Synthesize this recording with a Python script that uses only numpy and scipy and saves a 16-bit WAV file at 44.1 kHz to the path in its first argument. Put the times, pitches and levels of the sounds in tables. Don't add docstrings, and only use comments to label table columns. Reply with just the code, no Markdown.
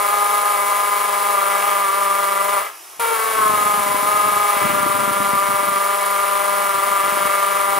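import sys
import numpy as np
from scipy import signal
from scipy.fft import rfft, irfft
from scipy.io import wavfile
from scipy.ndimage import uniform_filter1d

SR = 44100
rng = np.random.default_rng(int(sys.argv[2]) if len(sys.argv) > 2 else 0)


def file_out(sig):
    cols = np.atleast_2d(sig).T
    lim = np.clip(cols, -1, 1)
    pcm = np.round(lim * 32767).astype(np.int16)
    wavfile.write(sys.argv[1], SR, pcm)


def volts(x):
    e = np.asarray(x, float) / 20
    return 10 ** e


N = 343538

LIFT_S, BITE_S = 2.59, 2.995
TEETH = 17


def in_time(tables):
    s, *columns = np.transpose(np.vstack(tables))
    return [np.interp(np.arange(N) / SR, s, c) for c in columns]


def at_hz(points, hz):
    p = np.array(points, float)
    return np.interp(np.log(hz + 20), np.log(p[:, 0] + 20), p[:, 1])


def shaped(x, spectrum):
    gain = volts(at_hz(spectrum, np.fft.rfftfreq(N, 1 / SR)))
    return irfft(rfft(x) * gain, N)


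def filtered(x, order, hz, kind):
    return signal.sosfilt(signal.butter(order, hz, kind, fs=SR, output="sos"), x)


def evened(x):
    return x / np.sqrt(uniform_filter1d(x ** 2, size=SR // 6) + 1e-12)


def drift(rate_hz):
    r = np.exp(-2 * np.pi * rate_hz / SR)
    slow = signal.lfilter([1], [1, -2 * r, r * r], rng.standard_normal(N + SR))[SR:]
    return slow / slow.std()


def fade_db(db_per_s):
    t = np.arange(N) / SR
    return -db_per_s * (t - LIFT_S) * (t > LIFT_S) * (t < BITE_S)


# frequency in Hz, room level against the direct sound in dB.
ECHO = [(100, -13), (1000, -18), (2000, -11), (4000, -7), (8000, -6), (16000, 0)]


def room(x, t60_s, count=3):
    t = np.arange(SR // 3) / SR
    wet = shaped(x, ECHO)
    mix = np.array([drift(1.94) for _ in range(count)])
    mix = mix / np.sqrt(np.mean(mix ** 2, axis=0))
    out = 0
    for weight in mix:
        tail = rng.standard_normal((2, len(t))) * volts(-60 * t / t60_s) * (t > .003)
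        tail = tail / np.sqrt(count * np.sum(tail ** 2, axis=1, keepdims=True))
        out = out + signal.oaconvolve((wet * weight)[None], tail, axes=1)[:, :N]
    return out


# frequency in Hz, lead of the left in radians.
PORT_PHASE = [(0, -1.5), (430, -1.38), (1290, -1.24), (1980, 0.64), (6290, -0.02), (7580, 1), (8440, -1.4),
              (9390, 0.94), (9820, 0), (11000, 1.5), (11600, 1.0), (13800, 2), (14300, 1.64), (16000, 2.5)]
# frequency in Hz, left minus right in dB.
PORT_BALANCE = [(60, -1), (110, 19), (200, 11), (380, 11.0), (700, 7.5), (1290, 0.5), (2380, 1),
                (4400, 0.5), (8120, -3), (15000, -1)]


def ports(x):
    hz = np.fft.rfftfreq(N, 1 / SR)
    left = volts(at_hz(PORT_BALANCE, hz) / 2) * np.exp(.5j * at_hz(PORT_PHASE, hz))
    pair = np.array([left, 1 / left])
    return irfft(rfft(x) * pair / np.abs(pair.mean(axis=0)), N)


# frequency in Hz, level in dB per Hz.
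IDLE = [(90, -20), (150, -30), (290, -16), (350, -3), (500, -12), (680, -3), (1230, 0), (1500, -6),
        (2800, -5), (4300, -13), (5600, -9), (8000, -10), (11000, -6), (16000, -17)]
# time in seconds, tooth mesh tone in Hz, level in dB.
WHINE = [
    (2.66, 5600, -80),
    (2.74, 5700, -54),
    (2.83, 5860, -53),
    (2.92, 5945, -53.5),
    (2.99, 5980, -55),
    (3.01, 5980, -80),
]
# multiple of the mesh tone, level in dB.
MESH = [(.872, -2), (.944, -4), (1, 0), (1.818, 0), (1.888, -4), (2, -1)]


def motor():
    mesh_hz, mesh_db = in_time([WHINE])
    noise = shaped(rng.standard_normal(N), IDLE)
    turn = 2 * np.pi * np.cumsum(mesh_hz * (1 + .0003 * drift(30.0))) / SR
    tones = 0
    for k, level_db in MESH:
        tones = tones + volts(level_db + 1 + drift(8.0)) * np.sin(k * turn)
    return volts(-41.5) * noise / noise.std() + volts(mesh_db) * tones


# start and end in seconds, rumble in dB at the start and at the end.
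CHATTER = [
    (3.37, 4.423, -44, -44.5),
    (4.627, 5.765, -34.5, -46.5),
    (6.35, 7.3, -55.5, -47),
    (7.546, 7.8, -58, -44),
]


def chatter_db():
    quiet_db, edge_s = -73, 0.06
    rows = []
    for a, b, a_db, b_db in CHATTER:
        rows.append([(a - edge_s, quiet_db), (a, a_db), (b, b_db), (b + edge_s, quiet_db)])
    return in_time(rows)[0]


# time in seconds, peak in dB.
KNOCKS = [(3.395, -25), (3.486, -21), (3.564, -21), (3.601, -29), (3.726, -31), (3.769, -29), (3.808, -32),
          (3.857, -28), (3.935, -19), (4.019, -25), (4.163, -30), (4.222, -30), (4.271, -25), (4.384, -40),
          (4.557, -24), (4.637, -22), (4.685, -27), (4.723, -33), (4.795, -25), (4.968, -34), (5.105, -27),
          (5.194, -20), (5.281, -29), (5.324, -42), (5.403, -36), (5.478, -22), (5.62, -25), (5.707, -27),
          (6.393, -36), (6.925, -35), (7.032, -27), (7.071, -25), (7.161, -25), (7.243, -23),
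               (7.588, -34), (7.699, -34)]


def knocks(turn):
    lag_s = .009
    set_down = [(BITE_S - .012, -38)]
    out, t = np.zeros(N + SR), np.arange(SR // 10) / SR
    turns = np.flatnonzero(np.diff(turn // (2 * np.pi)) > 0)
    taps_db = chatter_db()[turns] + 8.5 + 8 * rng.standard_normal(len(turns))
    hits = KNOCKS + set_down + list(zip(turns / SR, taps_db))
    for (s, peak_db), chance in zip(hits, rng.random((len(hits), 2))):
        click = np.sin(2 * np.pi * (185 + 150 * chance[0]) * t) * np.exp(-(t / 0.006) ** 2)
        ring = 0.43 * chance[1] * np.sin(2 * np.pi * 205 * t) * np.exp(-t / 0.035)
        i = round((s + lag_s) * SR)
        out[i:i + len(t)] += volts(peak_db - 3.0) * (click + ring)
    return out[:N]


# time in seconds, share of a full blow from 0 to 1.
SKIPPED = [
    (2.9, .1),
    (3.0, .85),
    (3.14, .9),
    (3.16, 0),
    (3.4, 0.15),
    (3.55, 0.05),
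]


def skipped_share():
    return np.clip(in_time([SKIPPED])[0], 0, 1)


def blows(teeth, wobble, spread_db, jitter_s, scrape):
    count = np.arange(1, int(teeth[-1]))
    draw = rng.standard_normal((len(count), 2))
    at = np.interp(count, teeth, np.arange(N)) + draw[:, 0] * jitter_s * SR
    at = np.clip(at, 0, N - 2)
    i = at.astype(int)
    size = np.where(count % 2, skipped_share()[i], 1) * volts(spread_db * draw[:, 1])
    clicks = np.zeros(N)
    np.add.at(clicks, i, size * (1 - at + i))
    np.add.at(clicks, i + 1, size * (at - i))
    return wobble * (clicks + scrape * rng.standard_normal(N) / np.sqrt(SR / 200))


def resonate(x, modes):
    out = 0
    for hz, width_hz, level_db in modes:
        r = np.exp(-np.pi * 1.5 * width_hz / SR)
        stage = [(1 - r * r) / 2, 0, -(1 - r * r) / 2, 1, -2 * r * np.cos(2 * np.pi * hz / SR), r * r]
        out = out + volts(level_db) * signal.sosfilt([stage, stage], x)
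    return out


# frequency in Hz, width in Hz, level in dB.
CHUCK = [(1723, 218, 8), (2028, 158, 8.5), (2201, 215, 7.5), (2658, 270, 1), (2877, 610, -3.5)]
# frequency in Hz, level in dB per Hz.
GRIT = [(2800, -18), (3500, -5), (5000, -9.5), (6700, -11.5), (7200, -4.5), (7700, -8), (8800, -4),
        (9400, 3.5), (9900, -1), (10500, 1), (12500, -5.5), (13400, -5), (14600, -12.5), (16000, -5.5)]
# frequency in Hz, level in dB per Hz.
SCRAPE = [(120, -45), (330, -16), (430, -5), (600, -1), (800, -1), (1000, 1.5), (1230, 6), (1400, 2.5),
          (1500, -20), (1800, -16.5)]
# time in seconds, half length in seconds, gain in dB.
BINDS = [
    (1.6, .18, 2.5),
    (2.568, .04, 0.5),
    (4.64, 0.15, 3.5),
    (7.2, 0.38, 2),
]


def grind(rate, teeth, turn, wobble):
    eased = np.clip((rate - 200) / 6, -1, 1)
    clear_s = 2.685
    clear = in_time([[(clear_s - .015, 0), (clear_s + .035, 1), (BITE_S, 1), (BITE_S + .001, 0)]])[0]
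    fade = fade_db(57) - 10 * clear
    bind_db = 0
    for s, half_s, gain_db in BINDS:
        bind_db = bind_db + gain_db * np.exp(-((np.arange(N) / SR - s) / half_s) ** 2)
    scrape_db = -28 + 1.5 * eased + fade + .8 * bind_db
    rattle_db = -29.5 + 0.46 * eased + fade + bind_db
    grit_db = -29 + eased + fade + fade_db(92)
    rumble_db = chatter_db() + fade + 1.5

    strikes = blows(teeth, wobble ** 0.068, spread_db=2.0, jitter_s=.00005, scrape=1.0)
    rattle = filtered(resonate(strikes, CHUCK), 4, 4200, "low")

    swell = 1 + 0.24 * np.cos(np.pi * teeth - .6) + 0.099 * np.cos(2 * np.pi * teeth - .6)
    hiss = shaped(rng.standard_normal(N), GRIT) * swell * wobble ** 0.34 * volts(1.5 * drift(130.0))
    fine = filtered(hiss, 2, [10200, 12800], "band")
    hiss = hiss + 0.18 * eased * fine

    pulse = 1 + 0.067 * np.cos(np.pi * teeth)
    scrape = shaped(rng.standard_normal(N) * pulse * wobble ** 0.077, SCRAPE)

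    bumps = rng.standard_normal(N) * volts(2.2 * np.cos(2 * turn) + 4.4 * drift(30.0))
    rumble = filtered(bumps, 2, [110, 340], "band")
    return (volts(grit_db) * evened(hiss) + volts(rattle_db) * evened(rattle)
            + volts(scrape_db) * evened(scrape) + volts(rumble_db) * evened(rumble))


# frequency in Hz, width in Hz, level in dB.
BODY = [(390.5, 20, -41), (439.3, 47, -32), (600.6, 24, -30.5), (640, 48, -32.5), (824, 40.7, -30),
        (910, 47, -31), (1007, 150, -27), (1078, 47, -20), (1181.6, 59, -23.5), (1249, 60, -20.5),
        (1292, 40, -22.5), (1353, 44, -25.5), (1394.3, 34, -32), (1520, 57, -32)]


def body_db(hz):
    grid = np.arange(300, 1800)
    power = 0
    for mode_hz, width_hz, level_db in BODY:
        power = power + volts(2 * level_db) / (1 + (2 * (grid - mode_hz) / width_hz) ** 2) ** 2
    return np.interp(hz, grid, 10 * np.log10(power))


# time in seconds, blow pairs per second.
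SPEED = [(0.0, 205.6), (0.7, 204.4), (1.22, 204.2), (1.4, 199.9), (1.68, 202.0), (1.8, 200.2), (1.9, 195.8),
         (2.0, 200.4), (2.35, 198.0), (2.6, 200.2), (3.0, 200.0), (3.97, 202.2), (4.12, 207.2),
         (4.52, 205.6), (4.7, 200.2), (5.05, 198.2), (5.75, 199.9), (7.79, 199.0)]
# time in seconds, extra blow pairs per second.
OVERSPEED = [
    (2.6, 0),
    (3.0, 35),
    (3.03, 31),
    (3.12, 27),
    (3.17, 23),
    (3.29, 21.6),
    (3.62, 6.2),
    (3.8, 4.0),
    (3.97, 0),
]


def speed():
    return in_time([SPEED])[0] + in_time([OVERSPEED])[0] + .8 * drift(5.0)


GRIP = [1.2, .2, .7, .9, 1.4, 1.2]
WANDER_DB = [.5, .7, .5, .7, .6, 1.2]
LEAN_SHARE = [0.15, 0.061, 0.49, -0.52, 0.83, 0]
# time in seconds, lean in dB.
LEAN = [(0, -4), (.2, 2), (.42, -1.5), (.8, -3), (1.2, -4), (1.4, 3), (1.6, 3), (1.8, 2), (2.5, 0),
        (3.43, -5.5), (3.75, -1), (3.95, -7), (4.15, 0.5), (4.35, 0.5), (4.6, 0.7), (5.7, 0), (7.79, .1)]


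def hammer(rate, teeth, turn, wobble):
    share, lean_db = skipped_share(), in_time([LEAN])[0]
    pair_db = 20 * np.log10([1 + 1.35 * share, 1.03 - share])
    levels_db = []
    for k, wander_db in enumerate(WANDER_DB, 2):
        level_db = body_db(k * rate) + pair_db[k % 2] + fade_db(209)
        levels_db.append(level_db + wander_db * drift(1.9) + LEAN_SHARE[k - 2] * lean_db)
    clamp_s = 7.7
    levels_db[2] = levels_db[2] + 10 * in_time([[(clamp_s - .03, 0), (clamp_s, 1)]])[0]

    pair = np.pi * teeth + .03 * drift(50.0) + .06 * np.sin(turn)
    lifted = in_time([[(LIFT_S - .09, 0), (LIFT_S - .04, 1), (BITE_S - .1, 1), (BITE_S, 0)]])[0]
    pair = pair + .22 * (share + lifted) * drift(25.0)

    size = wobble * volts(0.13 * drift(33.0))
    out = volts(levels_db[1] - 16.5 + 1.5 * drift(4.0)) * np.sin(np.pi * teeth)
    for k, level_db in enumerate(levels_db, 2):
        bite = evened(size ** GRIP[k - 2])
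        loudness = np.sqrt(2) * volts(level_db + 0.8 + 0.8 * drift(30.0))
        out = out + loudness * bite * np.cos(k * pair + 0.24 * (k - 5.5) ** 2)
    return out


def scene():
    rate = speed()
    teeth = 2 * np.cumsum(rate) / SR
    turn = 2 * np.pi * teeth / TEETH + 0.18 * drift(1.7) + 0.97
    slip_db = 5.5 + .8 * drift(3)
    wobble = volts(-slip_db * np.exp(1.6 * (np.cos(turn) - 1)) + 0.3 * drift(8.1))
    biting = in_time([[(0, 1), (2.76, 1), (2.82, 0), (2.994, 0), (2.997, 1)]])[0]
    work = hammer(rate, teeth, turn, wobble) + grind(rate, teeth, turn, wobble)
    drill = biting * work + motor() + knocks(turn)
    return ports(drill) + room(drill, t60_s=0.2)


def low_pass(x):
    return signal.sosfilt(signal.butter(12, 16410, fs=SR, output="sos"), x)


def record(dry):
    x = filtered(dry, 2, 100, "high")
    x = signal.sosfilt(signal.ellip(12, .5, 70, 15720, fs=SR, output="sos"), x)
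    return low_pass(x)


dry = scene()
out = record(dry)
file_out(out)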